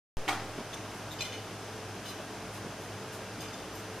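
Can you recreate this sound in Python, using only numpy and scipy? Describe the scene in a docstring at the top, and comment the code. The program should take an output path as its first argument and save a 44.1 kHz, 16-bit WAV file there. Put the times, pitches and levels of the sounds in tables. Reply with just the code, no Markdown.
"""Sheltered spot among tropical trees

By a tiled roof, a soft steady wash of air and light dripping lie over a machine's low hum.
Something clacks shut nearby: a quick run of contacts rings a panel. Dull bumps follow, faint
swishes pass, and a piece of metal squeaks and chinks as short slips ring its modes.
The microphone comes on with a low pop just after the start."""
import sys
import numpy as np
from scipy import signal
from scipy.fft import rfft, irfft, next_fast_len
from scipy.io import wavfile
from scipy.ndimage import map_coordinates

SR = 44100
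rng = np.random.default_rng(int(sys.argv[2]) if len(sys.argv) > 2 else 0)


def inscribe(sig):
    """Save sig as 16-bit PCM at rate SR to the path in sys.argv[1].

    A 1-D sig is mono; a 2-D sig holds one channel per row.
    Samples are clipped to [-1, 1] before scaling.
    """
    pcm = np.round(np.clip(np.atleast_2d(sig).T, -1, 1) * 32767)
    wavfile.write(sys.argv[1], SR, pcm.astype(np.int16))


N = 176400
EVENT_SAMPLES = SR // 2


def amp(db):
    return 10 ** (np.asarray(db) / 20)


def unit_rms(x):
    return x / np.sqrt(np.mean(x ** 2) + 1e-20)


def along(points, hz):
    """Interpolate (freq_hz, value) points on a log axis."""
    freq_hz, values = np.transpose(points)
    return np.interp(np.log(hz + 1), np.log(freq_hz + 1), values)


def wobble(rate_hz):
    """Smooth random curve with knots at rate_hz."""
    return map_coordinates(rng.standard_normal(N // 100), [np.arange(N) * rate_hz / SR], mode="wrap")


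def filtered(x, response):
    """Apply response(hz) to x."""
    n = x.shape[-1]
    n_fft = next_fast_len(n + SR // 4)
    return irfft(rfft(x, n_fft) * response(np.fft.rfftfreq(n_fft, 1 / SR)), n_fft)[..., :n]


def coloured(x, response):
    """Filter two unrelated signals as mid and side at unit power gain; return left and right."""
    # freq_hz, side_minus_mid_db
    stereo_width = [(100, -25.5), (500, -24.5), (1000, -28.5), (2000, -14), (4000, -7), (6000, -3.5),
                    (8000, -1.5), (13000, 1)]

    def shape(hz):
        gain = response(hz) * np.array([np.ones_like(hz), amp(along(stereo_width, hz))])
        return gain / np.sqrt(2 * np.mean(abs(gain) ** 2))
    mid, side = filtered(x, shape)
    return np.array([mid + side, mid - side])


def curve(points):
    """Response through (freq_hz, gain_db) points."""
    return lambda hz: amp(along(points, hz))


def ringing(modes, hz, order=1):
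    """Response of a resonant body; order 2 deepens the valleys between modes."""
    return sum(amp(db) * (1j * hz * width_hz / (mode_hz ** 2 - hz ** 2 + 1j * hz * width_hz)) ** order
               for mode_hz, width_hz, db in modes)


def add(track, start_s, x):
    part = track[:, max(round(start_s * SR), 0):][:, :x.shape[1]]
    part += x[:, :part.shape[1]]


def stroke(length_s):
    """Noise that rises quickly, holds and lets go."""
    progress = np.arange(EVENT_SAMPLES) / SR / length_s
    envelope = (1 - np.exp(-5 * progress)) * np.exp(-progress ** 3 / 2)
    return rng.standard_normal((2, EVENT_SAMPLES)) * envelope


def blend(a, b, b_db):
    """Mix b into a, keeping the power."""
    return (a + amp(b_db) * b) / np.hypot(1, amp(b_db))


def echo(x):
    """Diffuse tail from the surroundings; treble dies first."""
    # freq_hz, t60_s
    decay = [(200, 0.85), (800, 0.55), (3000, 0.55), (12000, 0.26)]
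    hz, t, spectrum = signal.stft(rng.standard_normal((2, EVENT_SAMPLES)), SR, nperseg=256)
    fade = amp(-60 * t / along(decay, hz)[:, None])
    _, tail = signal.istft(spectrum * fade, SR, nperseg=256)
    return signal.fftconvolve(x, tail / np.linalg.norm(tail[0]), axes=1)[:, :x.shape[1]]


def echoed(x, wet_db):
    return x + amp(wet_db) * echo(x)


def air():
    """Even wash of noise from the surroundings."""
    # freq_hz, relative_density_db
    spectrum = [(25, -21), (42, -21), (55, -3), (72, -45), (100, 2.5), (140, -7.5), (200, -4), (400, -6.5),
                (700, -6), (1000, -9.5), (1450, -10.5), (2000, -15), (2900, -16.5), (4400, -22),
                (5100, -18.5), (5600, -22), (6150, -19), (6800, -26.5), (7550, -24.5), (8400, -29.5),
                (9500, -25.5), (11000, -34), (12000, -32.5), (14200, -39), (15000, -43)]
    return amp(-43) * coloured(rng.standard_normal((2, N)), curve(spectrum))


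def machine_hum():
    """Machine tones wavering in strength and phase."""
    # pitch_hz, rms_db, waver_ratio
    tones = [(59.5, -66, .3), (88, -67, .15), (102.6, -53, .2), (122.7, -59, .3), (147.5, -64, .4),
             (194, -58, .5), (308, -59, .4), (388, -62, .4), (438.3, -54.3, .35), (634, -61.5, .3),
             (780, -63, .3), (1606, -64.5, .3), (2679, -69, .4)]
    t = np.arange(N) / SR
    out = np.zeros(N)
    for hz, rms_db, waver in tones:
        phase = 2 * np.pi * (hz * t + rng.random())
        in_phase = (1 + waver * wobble(7.855)) * np.sin(phase)
        quadrature = waver * wobble(8) * np.cos(phase)
        out += amp(rms_db) * unit_rms(in_phase + quadrature)
    return out


def drips():
    """Many tiny far drops, each a few cycles long, blurred by echo."""
    drops_per_s, centre_hz, span_octaves, ring_cycles, spread_db = 110, 2160, 3, 6.1, 15
    out, t = np.zeros((2, N)), np.arange(SR // 50) / SR
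    for when, pitch, softness, pan in rng.random((int(drops_per_s * N / SR), 4)):
        hz = centre_hz * 2 ** (span_octaves * (pitch - .5))
        drop = amp(-spread_db * softness) * np.sin(2 * np.pi * hz * t) * np.exp(-2 * hz * t / ring_cycles)
        add(out, when * N / SR, np.outer([.5 + pan, 1.5 - pan], drop))
    return amp(-60) * unit_rms(echoed(out, wet_db=-14))


def swishes():
    """Faint brushes of high noise."""
    # start_s, length_s, level_db
    brushes = [(0.922, 0.08, -58), (2.528, 0.048, -50.5), (2.8, 0.048, -54), (3.12, 0.039, -49),
               (3.61, .03, -62), (3.96, .04, -57)]
    # freq_hz, gain_db
    spectrum = [(500, -13), (3000, 3), (6000, 2), (10000, 3.5), (13000, -1), (15000, -7)]
    out = np.zeros((2, N))
    for start_s, length_s, level_db in brushes:
        add(out, start_s, amp(level_db) * stroke(length_s))
    return coloured(echoed(out, wet_db=-7), curve(spectrum))


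def bumps():
    """Soft thuds with no ring, each a broad hump of noise around its pitch."""
    # start_s, length_s, level_db, pitch_hz
    thuds = [(0.578, 0.011, -33, 346), (0.586, 0.022, -40, 680), (0.603, 0.0064, -34, 440),
             (2.177, 0.042, -42.5, 410), (2.644, 0.038, -39, 275), (3.364, 0.048, -44, 200)]
    # pitch_ratio, gain_db
    hump_shape = [(.25, -22), (.55, -1), (1, -4.5), (1.7, -9), (3, -32), (8, -24), (25, -62)]
    out = np.zeros((2, N))
    for start_s, length_s, level_db, pitch_hz in thuds:
        hump = curve([(pitch_hz * ratio, gain_db) for ratio, gain_db in hump_shape])
        add(out, start_s, amp(level_db) * coloured(echoed(stroke(length_s), wet_db=-16.5), hump))
    return out


def metal_squeaks():
    """Short gritty slips scrape and ring one piece of metal, each with its own lead tone."""
    # start_s, length_s, level_db, tilt_db_per_octave, lead_hz, lead_over_body_db, scrape_over_ring_db
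    slips = [(0.728, 0.012, -38.5, 0, 3530, 6, -18), (0.737, 0.01, -43, 6.5, 5650, 0, -7),
             (1.107, 0.028, -44.5, 2, 3660, 5, -14), (1.183, .02, -41, -9, 4900, -4, -12),
             (1.206, 0.0048, -28.5, -2.5, 4140, -1, -7), (1.215, 0.0092, -32, -4, 4060, -4, -11),
             (1.231, 0.0084, -40, -6, 3120, 0, -11), (1.246, .011, -38, 1.5, 3540, -3, -9),
             (1.316, 0.03, -42.5, -5.5, 3600, -9, -4), (1.335, 0.02, -45.5, -5, 2380, 7, -12),
             (2.048, 0.027, -43.5, 4, 3900, -5.5, -8), (2.074, 0.034, -43.5, 5, 4030, -3, -7),
             (3.399, 0.022, -43, 4, 4900, -7, -6), (3.42, 0.038, -45.5, -4, 2350, 0, -2),
             (3.481, .007, -50, -2, 4930, 0, -8), (3.528, .016, -46, 4, 4960, -4, -14),
             (3.727, 0.063, -51.5, 8, 12200, -8, -9)]
    # mode_hz, width_hz, gain_db
    metal_modes = [(2066, 67, 0.5), (2450, 150, -8), (3010, 150, 5.5), (3570, 140, 3.5), (4050, 54, -6),
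                   (4224, 90, -1.5), (4970, 83, 1), (5700, 250, -4), (6000, 58, -3), (6400, 130, -1),
                   (7510, 140, -8), (8100, 81, -18), (8500, 110, -19), (9220, 110, -6), (9530, 170, -14),
                   (9800, 100, -12), (11820, 110, -10), (13050, 250, -17), (13800, 300, -19)]
    # freq_hz, gain_db
    scrape_spectrum = [(800, -30), (2000, -2), (3300, 3.5), (4300, -15.5), (6500, -6.5), (9500, -11.5),
                       (15000, -27)]
    grit_db, grain_samples, scatter_db, lead_width_hz = .5, 30, 4.5, 120
    out = np.zeros((2, N))
    for start_s, length_s, level_db, tilt_db_per_octave, lead_hz, lead_db, scrape_db in slips:
        grains = np.repeat(rng.standard_normal(EVENT_SAMPLES), grain_samples)[:EVENT_SAMPLES]
        grit = unit_rms(amp(grit_db * grains))
        rub = stroke(length_s) * grit
        tilt = lambda hz: amp(tilt_db_per_octave * np.log2(hz / 4000 + 1e-3))
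        # each slip favours other modes
        modes = [(hz, width_hz, db + scatter_db * rng.standard_normal())
                 for hz, width_hz, db in metal_modes]
        body = coloured(echoed(rub, wet_db=-2.5), lambda hz: ringing(modes, hz, order=2) * tilt(hz))
        lead = coloured(echoed(stroke(length_s) * grit, wet_db=-10),
                        lambda hz: ringing([(lead_hz, lead_width_hz, 0)], hz))
        scrape = coloured(echoed(stroke(length_s) * grit, wet_db=-8),
                          lambda hz: curve(scrape_spectrum)(hz) * tilt(hz))
        ring = blend(body, lead, lead_db)
        add(out, start_s, amp(level_db) * blend(ring, scrape, scrape_db))
    return out


def clack():
    """A quick run of contacts rings a panel; the hard ones also crack."""
    # start_s, level_db, decay_s, hardness_db
    contacts = [(0.2795, -34.5, 0.0059, 5.5), (.2850, -26.5, 0.0068, 0), (.2882, -22, 0.0034, -2),
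                (0.2913, -23, 0.0035, 0), (.297, -36, 0.0043, 2), (0.3065, -29.5, 0.005, -4.5),
                (0.3275, -22.5, 0.0042, -13)]
    # mode_hz, width_hz, gain_db
    panel_modes = [(320, 23, 4.5), (725, 49, 3), (774, 54, 9), (1000, 30, -5), (1340, 76, 6),
                   (1630, 100, 3), (2192, 57, 14.5), (2490, 67, 2), (3000, 78, 0), (3880, 100, -3)]
    # freq_hz, gain_db
    crack_spectrum = [(100, -26), (220, -14), (310, 8.5), (520, -17), (760, 3), (1150, -10), (1700, -6),
                      (2700, -1), (3300, -6), (4500, -17), (7500, -28), (10000, -36), (15000, -39)]
    # freq_hz, gain_db
    tail_spectrum = [(120, -25), (240, -18), (320, 7.5), (520, -19), (735, 9.5), (900, -1), (1200, 1.5),
                     (2200, -4), (4500, -11), (7500, -16), (10000, -18.5), (15000, -30)]
    soft_cutoff_hz = 1000  # soft contacts ring mainly the modes below
    force, hard_force = np.zeros((2, N)), np.zeros((2, N))
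    t = np.arange(EVENT_SAMPLES) / SR
    for start_s, level_db, decay_s, hardness_db in contacts:
        contact = amp(level_db) * np.exp(-t / decay_s) * rng.standard_normal((2, EVENT_SAMPLES))
        add(force, start_s, contact)
        add(hard_force, start_s, amp(hardness_db) * contact)
    soft_force = filtered(force - hard_force, lambda hz: 1 / (1 + (hz / soft_cutoff_hz) ** 6))
    panel = amp(-1.5) * coloured(hard_force + soft_force, lambda hz: ringing(panel_modes, hz))
    crack = amp(-2) * coloured(hard_force, curve(crack_spectrum))
    tail = coloured(echo(hard_force), curve(tail_spectrum))
    return panel + crack + tail


def scene():
    """Small events over a steady background, treble leaning left."""
    # freq_hz, left_minus_right_db
    balance = [(1000, 0), (3000, .1), (7000, 1.7), (9500, 2), (13000, 1)]
    events = clack() + metal_squeaks() + bumps() + swishes()
    background = air() + machine_hum() + drips()
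    return filtered(background + events, lambda hz: amp(np.outer([.5, -.5], along(balance, hz))))


def record(dry):
    """Silence until the microphone pops on with a settling offset; treble notch and band limit."""
    on_s, pop_db, pop_decay_s, pop_crossing_s = .17, -27, .086, .1
    notch_hz, notch_width_hz, notch_depth, top_hz = 7900, 90, .72, 15100
    since_on_s = np.maximum(np.arange(N) / SR - on_s, 0)
    pop = -amp(pop_db) * np.exp(-since_on_s / pop_decay_s) * (1 - since_on_s / pop_crossing_s)
    notch = lambda hz: 1 - notch_depth * np.exp(-((hz - notch_hz) / notch_width_hz) ** 2)
    live = (filtered(dry, notch) + pop) * (since_on_s > 0)
    return filtered(live, lambda hz: np.clip((top_hz - hz) / 300 + .5, 0, 1))


dry = scene()
out = record(dry)
inscribe(out)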